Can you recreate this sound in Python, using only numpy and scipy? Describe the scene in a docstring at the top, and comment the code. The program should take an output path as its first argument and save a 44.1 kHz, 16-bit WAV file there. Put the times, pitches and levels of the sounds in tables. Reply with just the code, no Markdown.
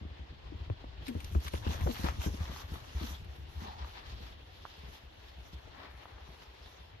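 """A pasture of tall grass: two horses gallop past from the left and run off after a distant herd.
Each hoof knocks on the sod and sets the soft ground booming, with hollow thumps under and between
the strides. Legs swish through the grass and snap stems, and a few dry ticks sound close by.
Behind it all, the herd's far hooves blur into a rumble and a breeze hisses in the field."""
import sys
import numpy as np
from scipy import signal
from scipy.io import wavfile

SR = 44100
rng = np.random.default_rng(int(sys.argv[2]) if len(sys.argv) > 2 else 0)


def dump(signal):
    """Clip the signal to [-1, 1] and save it as 16-bit WAV at the path in sys.argv[1]."""
    limited = np.clip(np.atleast_2d(signal).T, -1, 1)
    pcm = np.round(limited * 32767).astype(np.int16)
    wavfile.write(sys.argv[1], SR, pcm)


N = 308700

# The hoofbeats that stand out: start_s, boom_db, boom_hz, knock_db
HOOFBEATS = [(0.012, -37, 80.6, -49.5), (0.05, -36, 75, -47.5), (0.102, -43, 73, -54),
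             (0.193, -38, 71, -51.5), (0.54, -38, 85, -50), (0.603, -42.5, 71.5, -50.5),
             (0.698, -25.5, 100.5, -45.5), (0.972, -39.5, 74.5, -71), (1.15, -29.5, 84.4, -36.5),
             (1.233, -39, 84, -55), (1.315, -38, 68, -46.5), (1.352, -19, 73, -35.5),
             (1.452, -36, 70.4, -47), (1.535, -28, 76, -39.5), (1.666, -24, 85.7, -37),
             (1.691, -26.5, 74.3, -36), (1.745, -35.5, 79, -52), (1.809, -25.5, 83.4, -49),
             (1.833, -23.5, 83, -47), (1.86, -25, 65.4, -31.5), (1.994, -33.5, 80, -44),
             (2.039, -28, 74.3, -31.5), (2.083, -28.5, 67.6, -58), (2.185, -26.5, 75, -47),
             (2.262, -26, 73, -30.5), (2.295, -32, 65, -52), (2.338, -40, 83, -41),
             (2.406, -26.5, 74.6, -43), (2.494, -41, 71, -43.5), (2.635, -35.5, 75, -54.5),
             (2.718, -34, 71, -43.5), (2.948, -27, 68, -49), (3.012, -33.5, 74, -44),
             (3.106, -37.5, 75, -49.5), (3.212, -42.5, 72, -57), (3.28, -38.5, 72, -74),
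             (3.385, -41, 71.4, -55), (3.413, -40.5, 71, -69), (3.562, -34.5, 67.7, -58),
             (3.619, -43, 81, -46.5), (3.68, -45, 75, -52), (3.809, -34.5, 64.4, -57),
             (4.123, -36, 68, -52.5), (4.205, -42, 79, -51.5), (4.231, -41, 60.5, -54),
             (4.305, -47, 67, -55.5), (4.778, -46, 73.4, -58), (4.834, -42, 68, -53), (4.882, -52, 67, -50),
             (5.035, -46.5, 69, -59), (5.27, -47, 64.4, -64), (5.382, -44, 65, -54.5),
             (5.532, -36.5, 69, -50), (5.648, -53, 82, -67), (5.885, -45.5, 70, -75), (5.935, -49, 66, -60),
             (6.143, -47.5, 66.5, -71), (6.207, -45.5, 68.7, -74), (6.288, -50, 67.5, -53),
             (6.468, -45.5, 64.3, -82), (6.6, -46.5, 64.8, -62.5), (6.8, -47.5, 71.3, -68)]
# Hollow thumps, short under a close hoof, longer between strides: start_s, level_db, pitch_hz, swell_s
HOLLOW_THUMPS = [(0.05, -41.5, 390, 0.0016), (0.52, -39.5, 323, 0.0039), (0.699, -32, 525, 0.0011),
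                 (1.079, -34, 261, 0.015), (1.151, -35.5, 495, 0.002), (1.35, -30.5, 380, 0.0034),
                 (1.536, -32.5, 388, 0.0027), (1.538, -28, 545, 0.0017), (1.665, -33.5, 338, 0.003),
                 (1.864, -29, 540, 0.0028), (1.87, -35, 371, 0.0086), (1.886, -36, 518, 0.0094),
                 (1.888, -31, 259, 0.0089), (2.039, -31, 316, 0.0023), (2.339, -41, 310, 0.0039),
                 (3.005, -44, 329, 0.014), (3.031, -38.5, 254, 0.0087), (3.634, -51, 222, 0.013)]
# How faint and smooth the grass sounds and how slowly booms swell: time_s, faintness (higher is fainter)
FAINTNESS = [(0, 5.9), (1.3, 9.3), (1.7, 2.5), (2.1, 2.5), (2.8, 5.8), (3.25, 8.7), (3.9, 9), (4.4, 19),
             (7, 10)]
# The horses' path across the field: time_s, bearing (1 = far left, 0 = ahead, -1 = far right)
HORSE_BEARING = [(0, 0.8), (2.2, 0.94), (2.7, -0.26), (3.6, -0.92), (7, 0.16)]
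# Legs sweeping through tall grass: centre_s, level_db, half_length_s, brightness_db
LEG_SWEEPS = [(1.075, -51, 0.014, 2), (1.27, -56.5, 0.038, 4.5), (1.445, -48, 0.024, 7),
              (1.478, -46.5, 0.012, 0), (1.556, -45.5, 0.027, 2), (1.701, -48.5, 0.034, -1),
              (1.964, -47, 0.059, 1.5), (2.064, -47, 0.031, -3.5), (2.245, -44, 0.027, -1),
              (2.432, -52.5, 0.08, 2), (2.528, -52, 0.017, 0), (2.603, -63.5, 0.041, 2.5),
              (2.74, -51.5, 0.043, 1), (2.977, -52, 0.077, 2.5), (3.089, -47, 0.064, 3.5),
              (3.365, -69.5, 0.4, -1), (3.651, -51, 0.06, -2), (3.838, -54.5, 0.05, -4),
              (3.98, -51.5, 0.048, -2.5), (4.1, -51, 0.047, 0.5), (4.252, -52, 0.058, 2.5),
              (4.703, -57, 0.15, 4), (4.923, -56.5, 0.063, 3), (5.3, -60, 0.079, 4.5),
              (5.537, -54.5, 0.013, 6), (5.839, -58.5, 0.06, -11.5), (6.066, -69, 0.29, -11.5),
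              (6.64, -61, 0.14, 1.5)]
# Tufts of stems and turf torn by a leg: start_s, level_db, centre_hz, decay_s
TORN_TUFTS = [(.6995, -31.5, 1200, 0.0018), (.84, -33.5, 487, 0.0063), (.846, -57, 1870, 0.0051),
              (1.068, -38, 2970, 0.0034), (1.081, -37, 2900, 0.0099), (1.152, -46, 840, 0.0025),
              (1.203, -41, 2800, 0.008), (1.2443, -32.5, 5100, 0.0031), (1.3236, -46, 3470, 0.0032),
              (1.349, -33, 955, 0.0062), (1.4034, -39, 3300, 0.0021), (1.469, -40, 1700, 0.011),
              (1.4812, -31, 3700, 0.0032), (1.5356, -38, 3560, 0.0046), (1.538, -38, 1200, 0.0045),
              (1.666, -28.5, 1080, 0.0026), (1.745, -36.5, 700, 0.0062), (1.805, -39, 520, 0.0087),
              (1.8085, -36, 2180, 0.0074), (1.872, -22.5, 800, 0.0035), (1.965, -33, 1480, 0.0056),
              (2.044, -42, 2810, 0.0096), (2.0858, -27.5, 1250, 0.0075), (2.0864, -40, 3170, .004),
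              (2.408, -49, 1190, .007), (2.736, -33, 450, 0.004), (2.741, -45, 3370, .007),
              (3.245, -53, 3280, 0.0079), (3.362, -54, 4120, 0.0055), (5.675, -43, 443, 0.0052)]
# Small dry ticks close by: start_s, level_db, pitch_hz, left_over_right_db
DRY_TICKS = [(4.6525, -30.5, 1050, -7.5), (4.661, -47, 1200, -19), (6.0558, -35, 990, 1)]
# Level rides for the faint high hiss under the sweeps, the herd and the breeze: time_s, level_db
HIGH_HISS_RIDE = [(1, -69), (4.4, -87), (5, -77.5), (6.2, -77), (7, -106)]
HERD_RIDE = [(0, -52.5), (1.8, -44.5), (3.2, -51.5), (4.5, -55.5), (5.5, -57.5), (7, -59.5)]
BREEZE_RIDE = [(0, -57), (1.5, -57), (4, -58.5), (7, -58.5)]
# EQ curves for blades, stalks, high sizzle, herd and breeze: frequency_hz, gain_db
SWISH_EQ = [(150, -3), (280, 1), (550, 0.5), (850, 4.5), (1150, 3.5), (1450, -1.5), (1850, 1), (2600, -9.5),
            (4000, -10)]
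RUSTLE_EQ = [(1200, -4.5), (2200, 4), (3200, 11.5), (4200, 8), (5500, 4), (7000, -47), (8500, -71),
             (13000, -36)]
SIZZLE_EQ = [(3000, -81), (5500, 16.5), (8200, -4.5), (10000, -12), (11500, 23), (13000, 7.5)]
HERD_EQ = [(25, -18), (45, -7.5), (68, -1), (90, -9), (130, -15.5), (200, -27.5), (320, -25), (600, -42),
           (1200, -45)]
BREEZE_EQ = [(200, -11.5), (400, -1.5), (600, -3), (800, -2), (1300, -8.5), (1900, -7), (2400, -11),
             (3000, -5.5), (4300, -12.5), (6300, -28.5), (8300, -88), (10500, -80), (13000, -34)]
# Stereo image of sound from all over the field: frequency_hz, correlation (1 = mono)
FIELD_CORRELATION = [(40, 0.88), (90, 0.98), (250, 0.6), (500, -0.29), (1000, -0.19), (2000, -0.023)]


def ground_booms(steepness=2.05, sag=0.065):
    """The sod bounces under the horse's weight: a few deep cycles that swell, sag in pitch and die."""
    out, t = np.zeros(N), np.arange(SR // 6) / SR
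    # booms swell more slowly where the grass sounds fainter
    cycles_to_peak = np.maximum(0.95 + 0.21 * faintness_doublings(), .5)
    for start_s, boom_db, hz, _ in HOOFBEATS:
        age = t * hz / cycles_to_peak[int(start_s * SR)]
        add(out, start_s, from_db(boom_db) * swell(age, steepness) * sagging_tone(hz, sag, age))
    return place(out, lag_s=0.0011 * curve(HORSE_BEARING), left_db=1.4)


def hoof_knocks(knock_s=0.0032, slap_s=0.00091, slap_hz=530, crumble_s=0.0054):
    """The hoof's attack, cushioned by turf: a round knock, a lighter slap and crumbling soil."""
    out, t = np.zeros(N), np.arange(SR // 10) / SR
    for start_s, _, boom_hz, knock_db in HOOFBEATS:
        knock_hz = 166.5 * (boom_hz / 74.3) ** 1.8  # firmer sod raises boom and knock together
        knock = from_db(6) * swell(t / knock_s, 0.98) * np.sin(2 * np.pi * knock_hz * (t - knock_s / 2))
        detune = rng.normal(1, 0.039)
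        slap = from_db(-6) * swell(t / slap_s, 0.98) * np.sin(2 * np.pi * slap_hz * detune * t)
        crumble = from_db(-8) * swell(t / crumble_s, 0.27) * noise_band(len(t), 110, 398)
        add(out, start_s, from_db(knock_db) * (knock + slap + crumble))
    return place(out, lag_s=0.00079 * curve(HORSE_BEARING), left_db=4.0)


def hollow_thumps(sag=0.11, roughness=0.22):
    """A rough, hollow thump rings for several cycles while its pitch drops."""
    out, t = np.zeros(N), np.arange(SR // 8) / SR
    for start_s, level_db, hz, swell_s in HOLLOW_THUMPS:
        age = t / swell_s
        body = sagging_tone(hz, sag, age) + roughness * noise_band(len(t), hz, hz * 2)
        add(out, start_s, from_db(level_db) * swell(age, 1.0) * body)
    return place(out, lag_s=0.00064, left_db=5.5)


def grass(entry_s=1.012, fade_in_s=0.048):
    """Each stride sweeps blades aside and rubs and cracks stalks, with a high sizzle on top."""
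    swish_db, rustle_db, sizzle_db = stride_levels()
    texture = np.clip(1 - 0.17 * faintness_doublings(), 0, 1)  # fainter grass flickers less
    blades = coloured(grains(700, 2.8, hiss=0.79), SWISH_EQ, flicker_db=4.7 * texture, flicker_hz=8.4)
    swish = from_db(swish_db) * from_horse(blades, direct=0.28) * pan(5.0)
    rubbing = coloured(grains(900, 1.2, hiss=1.0), RUSTLE_EQ, flicker_db=5.3 * texture, flicker_hz=12.4)
    crack_share = np.clip((rustle_db + 56) / 30, 0, .25)  # only hard, close strokes crack stalks
    stalks = np.sqrt(1 - crack_share) * rubbing + np.sqrt(crack_share) * stalk_crackle()
    rustle = from_db(rustle_db) * from_horse(stalks, direct=0.23) * pan(0.43)
    high_hiss = coloured(grains(1100, 1.5, hiss=1.0), SIZZLE_EQ, flicker_db=4.5, flicker_hz=7.3)
    # a faint, steady high hiss stays under the sizzle of the leg sweeps
    sizzle = np.hypot(from_db(sizzle_db), from_db(curve(HIGH_HISS_RIDE))) * high_hiss * pan(-9.5)
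    fade_in = np.clip((np.arange(N) / SR - entry_s) / fade_in_s, 0, 1)
    return fade_in * (tuft_flutter() ** texture * (swish + rustle) + sizzle)


def stride_levels(wading_bright_db=-1.5, sizzle_db_per_doubling=-5.5):
    """Swish, rustle and sizzle levels in dB: each leg sweep swells and ebbs over duller, steady wading."""
    t, doublings = np.arange(N) / SR, faintness_doublings()
    tilt, sizzle_only = np.array([[-1], [0], [1]]), np.array([[0], [0], [1]])  # one row a layer
    wading_db = -53.5 - 9.5 * np.maximum(doublings, .5) + 4.5 * drift(rate_hz=3.1)
    power = from_db(wading_db + wading_bright_db * tilt) ** 2
    for centre_s, level_db, half_s, bright_db in LEG_SWEEPS:
        during = np.abs(t - centre_s) < 4 * half_s
        dulling_db = sizzle_db_per_doubling * doublings[during] * sizzle_only  # the top fades first
        height = from_db(level_db + bright_db * tilt + dulling_db)
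        power[:, during] += height ** 2 * np.exp(-((t[during] - centre_s) / half_s) ** 2)
    layer_trim_db = [[-1.5], [-3], [-7]]
    return 10 * np.log10(power) + layer_trim_db


def tuft_flutter(tufts_per_s=65, slip_s=0.003, depth=0.35):
    """Gain that jumps as each tuft is struck and sinks as it slips off the leg; rms 1."""
    strikes = rng.random(N) * (rng.random(N) < tufts_per_s / SR)
    power = signal.lfilter([1], [1, -np.exp(-1 / (slip_s * SR))], strikes)
    return np.sqrt(1 - depth + depth * power / power.mean())


def stalk_crackle(per_band_per_s=35):
    """Single stalks crack at random and ring for a few cycles at one of nine pitches; rms 1."""
    out = 0
    for hz in np.geomspace(1000, 3600, 9):
        cracks = (rng.random(N) < per_band_per_s / SR) * rng.uniform(-1, 1, (2, N))
        out = out + rms_one(band(cracks, hz / 1.1, hz * 1.1))
    return rms_one(out)


def snapping_stems(trim_db=-5.0, attack_s=0.0004, brittle_hz=2560):
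    """A tuft tears in a short, rough burst; the more brittle its stems, the more they splinter."""
    tears, splinters, t = np.zeros((2, N)), np.zeros((2, N)), np.arange(SR // 10) / SR
    for start_s, level_db, hz, decay_s in TORN_TUFTS:
        splinter_db = -4 + 20.5 * min(np.log2(hz / brittle_hz), 0)
        fibres = rng.standard_normal((2, len(t))) * rng.exponential(1, (2, len(t)))
        burst = from_db(level_db + trim_db) * (1 - np.exp(-t / attack_s)) * np.exp(-t / decay_s)
        add(tears, start_s, burst * rms_one(band(fibres, hz / 2, hz * 1.3)))
        add(splinters, start_s, burst * from_db(splinter_db) * rms_one(band(fibres, 5000, 18000)))
    return from_horse(tears, direct=0.79) * pan(3.6) + splinters


def dry_ticks(swell_s=0.00075):
    """A close, dry tick lasts hardly two cycles."""
    out, t = np.zeros((2, N)), np.arange(SR // 50) / SR
    for start_s, level_db, hz, left_db in DRY_TICKS:
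        tick = swell(t / swell_s, 3) * np.cos(2 * np.pi * hz * (t - swell_s))
        add(out, start_s, from_db(level_db) * tick * pan(left_db))
    return out


def hollow_rush(start_s=3.615, swell_s=0.065, level_db=-50.0):
    """One hollow rush of noise that lingers as the second horse draws away."""
    age = np.maximum(np.arange(N) / SR - start_s, 0) / swell_s
    rush = from_db(level_db) * swell(age, 0.8) * noise_band(N, 760, 1000)
    return place(rush, lag_s=-0.00038, left_db=-1.5)


def distant_herd(trim_db=1.5):
    """Many far hooves merge into a lumpy rumble in the ground."""
    rumble = coloured(grains(150, 0.23, hiss=0.72), HERD_EQ, flicker_db=5.5, flicker_hz=15)
    return from_db(curve(HERD_RIDE) + trim_db) * rumble * pan(2.2)


def breeze():
    """The bed: a smooth hiss of wind in grass and far trees."""
    air = coloured(rng.standard_normal((2, 2, N)), BREEZE_EQ, flicker_db=2.5, flicker_hz=15)
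    return from_db(curve(BREEZE_RIDE)) * air * pan(1.35)


def grains(per_s, spread_db, hiss):
    """Four unrelated streams of tiny contacts of uneven size over a smooth hiss."""
    shape = (2, 2, N)
    sizes = from_db(spread_db * np.minimum(rng.exponential(1, shape), 4))
    polarity = np.sign(rng.standard_normal(shape))
    contacts = sizes * polarity * (rng.random(shape) < per_s / SR)
    return rms_one(contacts) + hiss * rng.standard_normal(shape)


def coloured(streams, eq, flicker_db, flicker_hz):
    """Shape two mid/side pairs into stereo bands, each with its own level, flicker and width; rms 1."""
    low, high = eq[0][0], eq[-1][0]
    edges = np.geomspace(low, high * 1.1, int(3.5 * np.log2(high / low)) + 2)
    out, shared_drift = 0, drift(flicker_hz)
    for k, (low_hz, high_hz) in enumerate(zip(edges, edges[1:])):
        mid, side = band(streams[k % 2], low_hz, high_hz)
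        centre_hz = np.sqrt(low_hz * high_hz)
        alike = at_hz(FIELD_CORRELATION, centre_hz)
        gain = from_db(at_hz(eq, centre_hz) + flicker_db * (shared_drift + drift(flicker_hz)) / 2)
        out = out + gain * (np.sqrt(1 + alike) * mid + np.sqrt(1 - alike) * side * [[1], [-1]])
    return rms_one(out)


def drift(rate_hz, hop=40, settle=2000):
    """A smooth random wobble with a spread of 1."""
    pole = np.exp(-2 * np.pi * rate_hz * hop / SR)
    noise = rng.standard_normal(N // hop + settle + 2)
    slow = signal.lfilter([1], [1, -2 * pole, pole * pole], noise)[settle:]
    return np.interp(np.arange(N) / hop, np.arange(len(slow)), rms_one(slow))


def faintness_doublings(reference=3):
    """How many times the faintness has doubled from the reference, at every sample."""
    return np.log2(curve(FAINTNESS) / reference)


def from_horse(x, direct, lag_s=0.00046):
    """A share of the sound comes straight from the horse's bearing; the grass scatters the rest."""
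    left, right = place(x[0], lag_s * curve(HORSE_BEARING), left_db=0)
    return np.array([left, direct * right + np.sqrt(1 - direct ** 2) * x[1]])


def place(x, lag_s, left_db):
    """Mono to stereo: positive settings make the right channel later and softer."""
    n = np.arange(N)
    return np.array([x, np.interp(n - lag_s * SR, n, x)]) * pan(left_db)


def pan(left_db):
    """Channel gains with the left this far above the right."""
    return from_db(np.array([[left_db], [-left_db]]) / 2)


def swell(age, steepness):
    """An envelope that rises to 1 at age 1, then dies away."""
    return (age * np.exp(1 - age)) ** steepness


def sagging_tone(hz, sag, age):
    """A sine that starts sharp, falls through hz at age 1 and settles flat at age 2."""
    pitch_hz = hz * (1 + sag * (1 - np.minimum(age, 2)))
    return np.sin(2 * np.pi * np.cumsum(pitch_hz) / SR)


def noise_band(samples, low_hz, high_hz):
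    return rms_one(band(rng.standard_normal(samples), low_hz, high_hz))


def band(x, low_hz, high_hz):
    return signal.sosfilt(signal.butter(2, [low_hz, high_hz], "band", fs=SR, output="sos"), x)


def curve(points):
    """An automation curve at every sample."""
    return np.interp(np.arange(N) / SR, *np.transpose(points))


def at_hz(points, hz):
    """A curve read on a log-frequency axis."""
    frequencies, values = np.transpose(points)
    return np.interp(np.log(hz), np.log(frequencies), values)


def add(track, start_s, sound):
    at = round(start_s * SR)
    track[..., at:at + sound.shape[-1]] += sound[..., :N - at]


def from_db(db):
    return 10 ** (np.asarray(db) / 20)


def rms_one(x):
    return x / np.sqrt(np.mean(x ** 2) + 1e-20)


def scene():
    """Hits over noise textures, mixed dry: the open field has no echo."""
    textures = grass() + hollow_rush() + distant_herd() + breeze()
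    hits = hollow_thumps() + snapping_stems() + dry_ticks() + ground_booms() + hoof_knocks()
    return textures + hits


def record(dry):
    """A steep high cut at 13.3 kHz on the whole mix."""
    return signal.sosfilt(signal.ellip(12, .2, 80, 13300, fs=SR, output="sos"), dry)


dry = scene()
out = record(dry)
dump(out)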